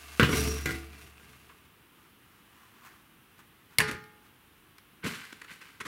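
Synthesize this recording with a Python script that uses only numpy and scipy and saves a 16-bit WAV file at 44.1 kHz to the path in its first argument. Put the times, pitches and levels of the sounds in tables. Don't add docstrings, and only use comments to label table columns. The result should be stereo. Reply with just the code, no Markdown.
import sys
import numpy as np
from scipy import signal
from scipy.fft import rfft, irfft, next_fast_len
from scipy.io import wavfile
from scipy.ndimage import map_coordinates

SR = 44100
rng = np.random.default_rng(int(sys.argv[2]) if len(sys.argv) > 2 else 0)


def file_out(sig):
    cols = np.atleast_2d(sig).T
    lim = np.clip(cols, -1, 1)
    pcm = np.round(lim * 32767).astype(np.int16)
    wavfile.write(sys.argv[1], SR, pcm)


N = 258867


def amp(db):
    return 10 ** (np.asarray(db) / 20)


def unit(x):
    return x / np.sqrt(np.mean(x ** 2) + 1e-20)


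def along(points, hz):
    f, v = np.transpose(points)
    return np.interp(np.log(hz + 1), np.log(f + 1), v)


def add(track, start_s, sound):
    part = track[..., round(start_s * SR):][..., :sound.shape[-1]]
    part += sound[..., :part.shape[-1]]


def filtered(x, response):
    n = x.shape[-1]
    padded = next_fast_len(n + 8192, True)
    hz = np.fft.rfftfreq(padded, 1 / SR)
    return irfft(rfft(x, padded) * response(hz), padded)[..., :n]


def resonance(f, centre_hz, width_hz, lift_db):
    damping = 1j * f * width_hz
    return 1 + (amp(lift_db) - 1) * damping / (centre_hz ** 2 - f * f + damping)


def wobble(rate):
    knots = rng.standard_normal(int(N * rate / SR) + 4)
    return map_coordinates(knots, [np.arange(N) * rate / SR])


def swell(start, rise, hold, fade):
    t = np.arange(N) / SR - start
    return np.clip(t / rise, 0, 1) * np.exp(-np.maximum(t - rise - hold, 0) / fade)


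def blend(pair, alike):
    turn = lambda hz: np.arccos(np.clip(along(alike, hz), -1, 1)) / 2
    mid, side = filtered(pair, lambda hz: np.array([np.cos(turn(hz)), np.sin(turn(hz))]))
    return np.array([mid + side, mid - side])


# frequency in Hz, likeness from 0 to 1.
BENCH_ALIKE = [(60, 0.92), (130, 0.93), (300, 0.33), (650, 0.074), (1400, 0.41), (7000, 0.32), (14000, 1)]


def tail(decay):
    hz, t, z = signal.stft(rng.standard_normal((2, SR // 2)), SR, nperseg=256)
    fade = amp(-60 * t / along(decay, hz)[:, None])
    wash = signal.istft(z * fade, SR, nperseg=256)[1]
    wash = blend(wash, BENCH_ALIKE)
    return unit(wash) / np.sqrt(wash.shape[1])


def pulse(colour, thud_db, edge_db, size=4096):
    hz = np.fft.rfftfreq(size, 1 / SR)
    thud = thud_db / (1 + (hz / 500) ** 4)
    edge = edge_db * hz ** 4 / (hz ** 4 + 4000 ** 4)
    gain = unit(amp(along(colour, hz))) * amp(thud + edge)
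    cepstrum = irfft(np.log(gain + 1e-6))
    cepstrum[1:size // 2] *= 2
    cepstrum[size // 2 + 1:] = 0
    return irfft(np.exp(rfft(cepstrum))) * np.sqrt(SR / 100)


def ring(modes, scatter_db, spread):
    hz, db, t60 = np.transpose(modes)[:, :, None]
    t = np.arange(SR) / SR
    size, phase, skew = rng.standard_normal((3, len(modes), 1))
    onset = 1 - np.exp(-t / .002)
    fade = amp(db + scatter_db * size - 60 * t / t60) * onset
    angle = 2 * np.pi * hz * t + np.pi * phase
    return np.array([np.sum(fade * np.sin(angle + side * spread * skew), 0) for side in (1, -1)])


def rattle(length):
    t = np.arange(SR // 50) / SR
    chatter = blend(rng.standard_normal((2, len(t))), BENCH_ALIKE) * np.exp(-t / length)
    touch = unit(1. * (t == 0))
    quick = filtered(unit(chatter), lambda hz: 2.0 * hz ** 2 / (hz ** 2 + 900 ** 2))
    return unit(touch + quick) / np.sqrt(len(t))


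def blows(rows, colour, decay, direct_db, wash_db):
    out = np.zeros((2, N))
    for start_s, db, thud_db, hard_db, clank_hz in rows:
        click = pulse(colour, thud_db, hard_db)
        click = filtered(click, lambda f: resonance(f, clank_hz, width_hz=193, lift_db=10.5))
        click = amp(db) * click[None]
        add(out, start_s, amp(direct_db) * signal.fftconvolve(click, rattle(0.0028), axes=1))
        add(out, start_s, amp(wash_db) * signal.fftconvolve(click, tail(decay), axes=1))
    return out


def friction(colour, resonances, rate, scatter_db):
    happens = rng.random(N) < rate / SR
    slips = happens * amp(scatter_db * np.minimum(rng.exponential(size=N), 4))
    grains = blend(slips * rng.standard_normal((2, N)), BENCH_ALIKE)
    body = lambda f: 1 + sum(resonance(f, hz, width, lift) - 1 for hz, width, lift in resonances)
    return unit(filtered(grains, lambda f: amp(along(colour, f)) * body(f)))


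# frequency in Hz, relative level in dB per Hz.
AIR_COLOUR = [(15, -25), (30, -9), (110, -1.5), (340, -2.5), (600, -15.5), (1150, -7), (2200, -11.5),
              (2950, -10), (4600, -22), (7200, -26), (10000, -21), (15000, -20.5)]
# frequency in Hz, likeness from 0 to 1.
AIR_ALIKE = [(60, 0.53), (250, 0.012), (4000, 0.0078), (7000, 0.076), (14000, 0.58)]


def room_tone():
    air = blend(rng.standard_normal((2, N)), AIR_ALIKE)
    air = filtered(air, lambda hz: amp(along(AIR_COLOUR, hz)))
    return amp(-57.5) * unit(air)


# middle in seconds, relative level in dB, # time from the middle to 1/e
# of the power in seconds.
SWISHES = [(2.023, -64, 0.058), (2.363, -65.5, 0.12), (2.62, -61.5, .09), (2.87, -59.5, 0.11),
           (2.868, -52, 0.021), (3.113, -70, .017), (3.335, -67.5, 0.021), (3.397, -55, 0.013),
           (3.733, -60, 0.025), (4.259, -62, .025)]
# frequency in Hz, relative level in dB per Hz.
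CLOTH_COLOUR = [(350, -54.5), (600, -15), (1090, -2), (1520, -4), (1940, -5.5), (3650, -15.5),
                (12300, -22.5), (15000, -20)]


def sleeves():
    t = np.arange(N) / SR
    power = sum(amp(db) ** 2 * np.exp(-((t - s) / half) ** 2) for s, db, half in SWISHES)
    return np.sqrt(power) * friction(CLOTH_COLOUR, [], rate=6600, scatter_db=0.8)


# start in seconds,
# relative level in dB, length in seconds, extra thud below 500 Hz in dB.
TAPS = [(3.876, -33.5, 0.024, 11.5), (3.921, -49.5, .039, 15), (4.780, -48, 0.0083, -17),
        (5.038, -36, 0.016, 15), (5.059, -36, 0.025, 8.5), (5.141, -40.5, .025, -32),
        (5.247, -46.5, .011, -23), (5.325, -35.5, 0.0058, 1), (5.4138, -38, .008, -13),
        (5.441, -45.5, .011, -12), (5.51, -44, 0.0097, 1), (5.61, -45, .014, -2), (5.685, -49, .0072, -12),
        (5.801, -34.5, 0.017, 2), (5.85, -37.5, .037, 3.5)]
# frequency in Hz, relative level in dB per Hz.
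TAP_COLOUR = [(50, -21), (120, -3), (220, 0), (330, -1.5), (510, -7), (750, -16), (1100, 1), (1900, 3),
              (2600, 0.5), (3300, -6.5), (5000, -12), (7500, -14.5), (11000, -18), (15000, -34)]
# frequency in Hz, relative level in dB, t60 in seconds.
TOP_MODES = [(165, -15, .53), (431, -6.5, .69), (842, -16, .99), (1227, -7.5, .64), (1410, -7.5, .54),
             (1497, -3.5, .5), (1610, -1, .56), (1825, -7, .7), (2148, -20, 1.0), (475, -6, .14),
             (1036, -6, .2), (1715, -8, .4), (1912, -3, .2), (1968, -4, .15), (2035, -3, .15),
             (2328, -20, .58), (2500, -22, .75), (2936, -9, .16), (3166, -24, .55)]


def finger_taps():
    out, t = np.zeros((2, N)), np.arange(SR // 10) / SR
    for start_s, db, length, thud_db in TAPS:
        touch = (1 - np.exp(-t / 0.0032)) / (1 + (t / length) ** 6)
        scuff = touch * blend(rng.standard_normal((2, len(t))), BENCH_ALIKE) / np.sqrt(SR / 100)
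        click = pulse(TAP_COLOUR, thud_db, 0)[None]
        add(out, start_s, amp(db) * signal.fftconvolve(scuff, click, axes=1))
        add(out, start_s, amp(db - 29.5) * ring(TOP_MODES, scatter_db=1.5, spread=0.35))
    return out


# start in seconds, relative level in dB,
# rise in seconds, decay constant in seconds.
STROKES = [(5.024, -39, 0.03, 0.1), (5.2, -57.5, 0.032, 0.18), (5.46, -51, 0.051, 0.052),
           (5.6, -58, 0.021, 0.16)]
# frequency in Hz, relative level in dB per Hz.
PUSH_COLOUR = [(30, -48), (55, -29), (100, -0.5), (210, 5), (330, -7.5), (500, -5), (760, -24),
               (1050, -8.5), (1400, -33), (2200, -63)]
RUB_COLOUR = [(450, -34), (750, -13), (1100, 0.5), (1550, -8), (2000, 4), (2700, 2), (3500, -7),
              (5500, -16), (8000, -46)]
HISS_COLOUR = [(2350, -14), (4000, 0.5), (5870, -6.5), (7530, -5.5), (10400, -8.5), (14200, -13),
               (16000, -21)]
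# frequency in Hz, width in Hz, lift in dB.
DOME_RESONANCES = [(466, 66, 4), (1430, 32, 7), (1500, 38, 11), (1550, 54, 19), (2100, 80, 1),
                   (3030, 50, 8.5)]
PUSH_DB, PUSH_GROWS = -36, 2.15
HISS_DB, HISS_LAG_S = -3, 0.011


def smoothing():
    def effort(lag):
        return np.sqrt(sum((amp(db) * swell(s + lag, rise, 0, fade)) ** 2 for s, db, rise, fade in STROKES))
    rub = effort(0)
    grip = unit(amp(0.79 * wobble(110)))
    push = amp(PUSH_DB) * (rub / rub.max()) ** PUSH_GROWS
    low = push * friction(PUSH_COLOUR, DOME_RESONANCES, rate=1500, scatter_db=0.5)
    middle = amp(3.0) * rub * friction(RUB_COLOUR, DOME_RESONANCES, rate=1700, scatter_db=2.0)
    slide = amp(HISS_DB) * effort(HISS_LAG_S)
    high = slide * friction(HISS_COLOUR, DOME_RESONANCES, rate=8900, scatter_db=0.5)
    return low + grip * (middle + high)


# start in seconds, relative level in dB, extra thud below 500 Hz in dB,
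# hardness as extra treble in dB, clank frequency in Hz.
SLAPS = [(3.7855, -22, 2.5, 1.5, 2150), (3.7945, -27, -8.5, -0.5, 1640), (3.8032, -17.5, -9, -0.5, 1770),
         (3.8125, -22.5, -3.5, -20, 1700), (3.9130, -35, 11.5, 6, 1500)]
# frequency in Hz, relative level in dB per Hz.
SLAP_COLOUR = [(30, -26), (70, -6.5), (125, -1), (240, -3), (330, -9), (520, -2), (740, -16), (1000, -1.5),
               (1350, -11.5), (1850, -4), (2500, -5), (4000, -18), (6500, -19), (11000, -20), (15000, -32)]
# frequency in Hz, t60 in seconds.
SLAP_DECAY = [(100, 0.27), (500, 0.066), (1700, 0.064), (4000, 0.082), (12000, 0.073)]
# start in seconds, relative level in dB.
SNAPS = [(3.7851, -19), (3.7868, -20.5), (3.914, -46), (4.041, -56), (4.784, -55.5)]
# frequency in Hz, relative level in dB.
SNAP_COLOUR = [(100, -25), (750, -21), (1250, -18), (1650, -15), (2150, -2.5), (3000, -4), (4300, 1),
               (5700, -3.5), (6900, -16.5), (9800, -1.5), (12000, -5), (15500, -16)]
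DOME_S, DOME_DB = 3.803, -31.5


def paper_slap():
    out = blows(SLAPS, SLAP_COLOUR, SLAP_DECAY, direct_db=-5.5, wash_db=-7)
    add(out, DOME_S, amp(DOME_DB) * ring(TOP_MODES, scatter_db=1.6, spread=0.46))
    for start_s, db in SNAPS:
        snap = amp(db) * pulse(SNAP_COLOUR, 0, 0)
        add(out, start_s, amp(-4.5) * snap)
        buzz = signal.fftconvolve(snap[None], tail([(1000, 0.02)]), axes=1)
        add(out, start_s, amp(-9.0) * buzz)
    return out


# frequency in Hz, relative level in dB.
SQUEAL_TONES = [(5325, -4), (5730, 8), (5850, -3), (6650, -14)]
SQUEAL_S, SQUEAL_DB = .265, -42
SQUEAL_RISE_S, SQUEAL_HOLD_S, SQUEAL_FADE_S = 0.1, 0.14, 0.079


def tank_squeal():
    tones = 0
    for hz, db in SQUEAL_TONES:
        pitch = hz + 10 * wobble(16) + 120 * wobble(900)
        level = amp(db + 4.2 * wobble(70.3))
        tones += level * np.sin(2 * np.pi * np.cumsum(pitch) / SR)
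    envelope = swell(SQUEAL_S, SQUEAL_RISE_S, SQUEAL_HOLD_S, SQUEAL_FADE_S)
    return amp(SQUEAL_DB) * envelope * unit(tones)


# time in seconds, level in dB.
SCRAPE = [(0.0, -47.5), (0.19, -45.5), (0.26, -41), (0.37, -31), (0.55, -40), (0.641, -46.5), (0.73, -42.5),
          (0.83, -52.5), (0.919, -56), (1.05, -51), (1.13, -61.5), (1.25, -56.5), (1.5, -59.5), (1.8, -74)]
SCRAPE_REF_DB = -40


def scrape(grows):
    s, db = np.transpose(SCRAPE)
    t = np.arange(N) / SR
    rest = np.exp(-np.maximum(t - 1.66, 0) / 0.081)
    return amp(grows * (np.interp(t, s, db) - SCRAPE_REF_DB)) * rest


# frequency in Hz, relative level in dB per Hz.
RUMBLE_COLOUR = [(50, -10), (85, -3), (103, -2), (129, -5), (265, -3.5), (356, -10.5), (438, -3),
                 (474, -16.5), (900, -42), (1170, -58), (1980, -120)]
GRIND_COLOUR = [(380, -100), (650, 3.5), (791, -5), (1150, -0.5), (1340, -1), (1480, 4.5), (1780, 1),
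                (2610, 3.5), (3130, -1.5), (5000, -12), (6500, -30), (11000, -120)]
GRIT_COLOUR = [(2400, -10.5), (4000, -2.5), (5000, -3.5), (6400, -4.5), (7500, -6), (9700, -4.5),
               (13000, -8.5), (16000, -13)]
# frequency in Hz, width in Hz, lift in dB.
SINGING = [(135, 7, 13), (210, 14, 6), (262, 8, 6), (334, 12, 9), (440, 5, 11), (725, 30, 6),
           (1180, 60, 10), (1606, 20, 5), (2147, 30, 6), (2532, 30, 6), (2700, 50, 8), (4562, 60, 5)]
RUMBLE_DB, GRIND_DB, GRIT_DB = -40.5, -45, -45
RUMBLE_GROWS, GRIND_GROWS, GRIT_GROWS = 1.31, 0.9, 1.13
LANDING_S = .195
LIFTED_DB = -16.5


def tank_slide():
    catch = unit(amp(1.5 * wobble(90)))
    weight = amp(LIFTED_DB * (np.arange(N) / SR < LANDING_S))
    low = amp(RUMBLE_DB) * weight * scrape(RUMBLE_GROWS)
    low = low * friction(RUMBLE_COLOUR, SINGING, rate=1300, scatter_db=2.0)
    middle = amp(GRIND_DB) * scrape(GRIND_GROWS)
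    middle = middle * friction(GRIND_COLOUR, SINGING, rate=1900, scatter_db=1.5)
    high = amp(GRIT_DB) * scrape(GRIT_GROWS)
    high = high * friction(GRIT_COLOUR, [], rate=9000, scatter_db=1.5)
    return low + catch * (middle + high)


CAVITY_HZ = 71.9
HUM_DB, HUM_T60_S = -1.2, 1.2
BOOM_DB, BOOM_RISE_S = -31, 0.024


def tank_hum():
    t = np.arange(N) / SR - LANDING_S
    keep = amp(-60 / (HUM_T60_S * SR)) ** 2
    stored = np.sqrt(signal.lfilter([1 - keep], [1, -keep], scrape(grows=1.48) ** 2))
    u = np.maximum(t, 0) / BOOM_RISE_S
    boom = amp(BOOM_DB) * (u * np.exp(1 - u)) ** 2
    level = amp(RUMBLE_DB + HUM_DB) * stored + boom
    return level * np.sqrt(2) * np.sin(2 * np.pi * CAVITY_HZ * t)


# start in seconds, relative level in dB, extra thud below 500 Hz in dB,
# hardness as extra treble in dB, clank frequency in Hz.
KNOCKS = [(0.1971, -14, 3.5, 0, 1520), (0.212, -31, 5.5, 3, 1500), (0.2229, -27, 17, -1, 1250),
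          (.2308, -15.5, -10, -0.5, 2900), (0.2458, -31.5, -10.5, 6.5, 3440),
          (0.2921, -27.5, 5.5, -5, 1420), (.3290, -24, 5.5, 0.5, 2150), (.5822, -44, -3, 16.5, 2300),
          (.6580, -29.5, 3.5, 15, 2085), (.6919, -35.5, 0, 10, 1460), (.7080, -34.5, 5, 9, 1950),
          (.7450, -47, 14, 4, 1460), (0.9309, -46, -12, 3, 2430), (1.1983, -55, -4, 6, 1590),
          (1.4972, -46.5, -16, -10, 1130)]
# frequency in Hz, relative level in dB per Hz.
KNOCK_COLOUR = [(30, -25.5), (60, -5), (120, 3.5), (210, 3), (480, 0.5), (780, -21), (1050, -6.5),
                (1550, -6), (2300, -11), (3500, -15), (5200, -23.5), (7000, -28.5), (15000, -34.5)]
# frequency in Hz, t60 in seconds.
KNOCK_DECAY = [(100, 0.17), (400, 0.1), (1600, 0.16), (4000, 0.24), (12000, 0.16)]
# frequency in Hz, relative level in dB, t60 in seconds.
BASE_MODES = [(143.3, -2, 0.37), (280, -5, 0.4), (333.5, -4, 0.42), (450, -20, 0.79), (746, -17.5, 0.55),
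              (1120, -19, 0.22), (1230, -28, 0.26), (1250, -28, 0.32), (1422, -5.5, 0.25),
              (1490, -24, 0.27), (1433, -1.5, 0.19), (1594, -1, 0.14), (1670, -11, .2), (1880, -13, 0.32),
              (1997, -0.5, 0.1865), (2085, -20, 0.31), (2150, -14, 0.41), (2300, -15, 0.6),
              (2383, -6.5, 0.37), (2950, -17, .25), (3440, -16, .25)]
BASE_RING_DB = -17.5
RING_PER_HARDNESS = 0.99


def tank_knocks():
    out = blows(KNOCKS, KNOCK_COLOUR, KNOCK_DECAY, direct_db=-4.5, wash_db=-3.5)
    hz, mode_db, t60 = np.transpose(BASE_MODES)
    for start_s, db, _, hard_db, clank_hz in KNOCKS:
        favour_db = 7 / (1 + ((hz - clank_hz) / 90) ** 2)
        shell = ring(np.c_[hz, mode_db + favour_db, t60], scatter_db=1.0, spread=0.37)
        add(out, start_s, amp(db + RING_PER_HARDNESS * hard_db + BASE_RING_DB) * shell)
    return out


# frequency in Hz, t60 in seconds.
ROOM_DECAY = [(100, 0.46), (1500, 0.42), (5000, 0.4), (14000, 0.11)]
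# frequency in Hz, left minus right in dB.
LEAN = [(60, 5), (120, -2.5), (200, -1), (380, -9.5), (700, -10.5), (1300, -8), (2400, -5), (7000, -7),
        (15000, 0)]


def scene():
    handling = sleeves() + finger_taps() + smoothing() + paper_slap()
    near = handling + tank_squeal() + tank_slide() + tank_knocks()
    late = np.pad(tail(ROOM_DECAY), ((0, 0), (SR // 150, 0)))
    room = amp(-11.0) * signal.fftconvolve(near, late, axes=1)[:, :N]
    sides = lambda hz: amp(np.outer([.5, -.5], along(LEAN, hz)))
    bench = filtered(near + room + tank_hum(), sides)
    return bench + amp([[-.7], [.7]]) * room_tone()


TOP_HZ = 15900


def record(dry):
    high_pass = signal.butter(2, 35, "highpass", fs=SR, output="sos")
    thinned = signal.sosfilt(high_pass, dry)
    return filtered(thinned, lambda hz: 1 / (1 + (hz / TOP_HZ) ** 120))


dry = scene()
out = record(dry)
file_out(out)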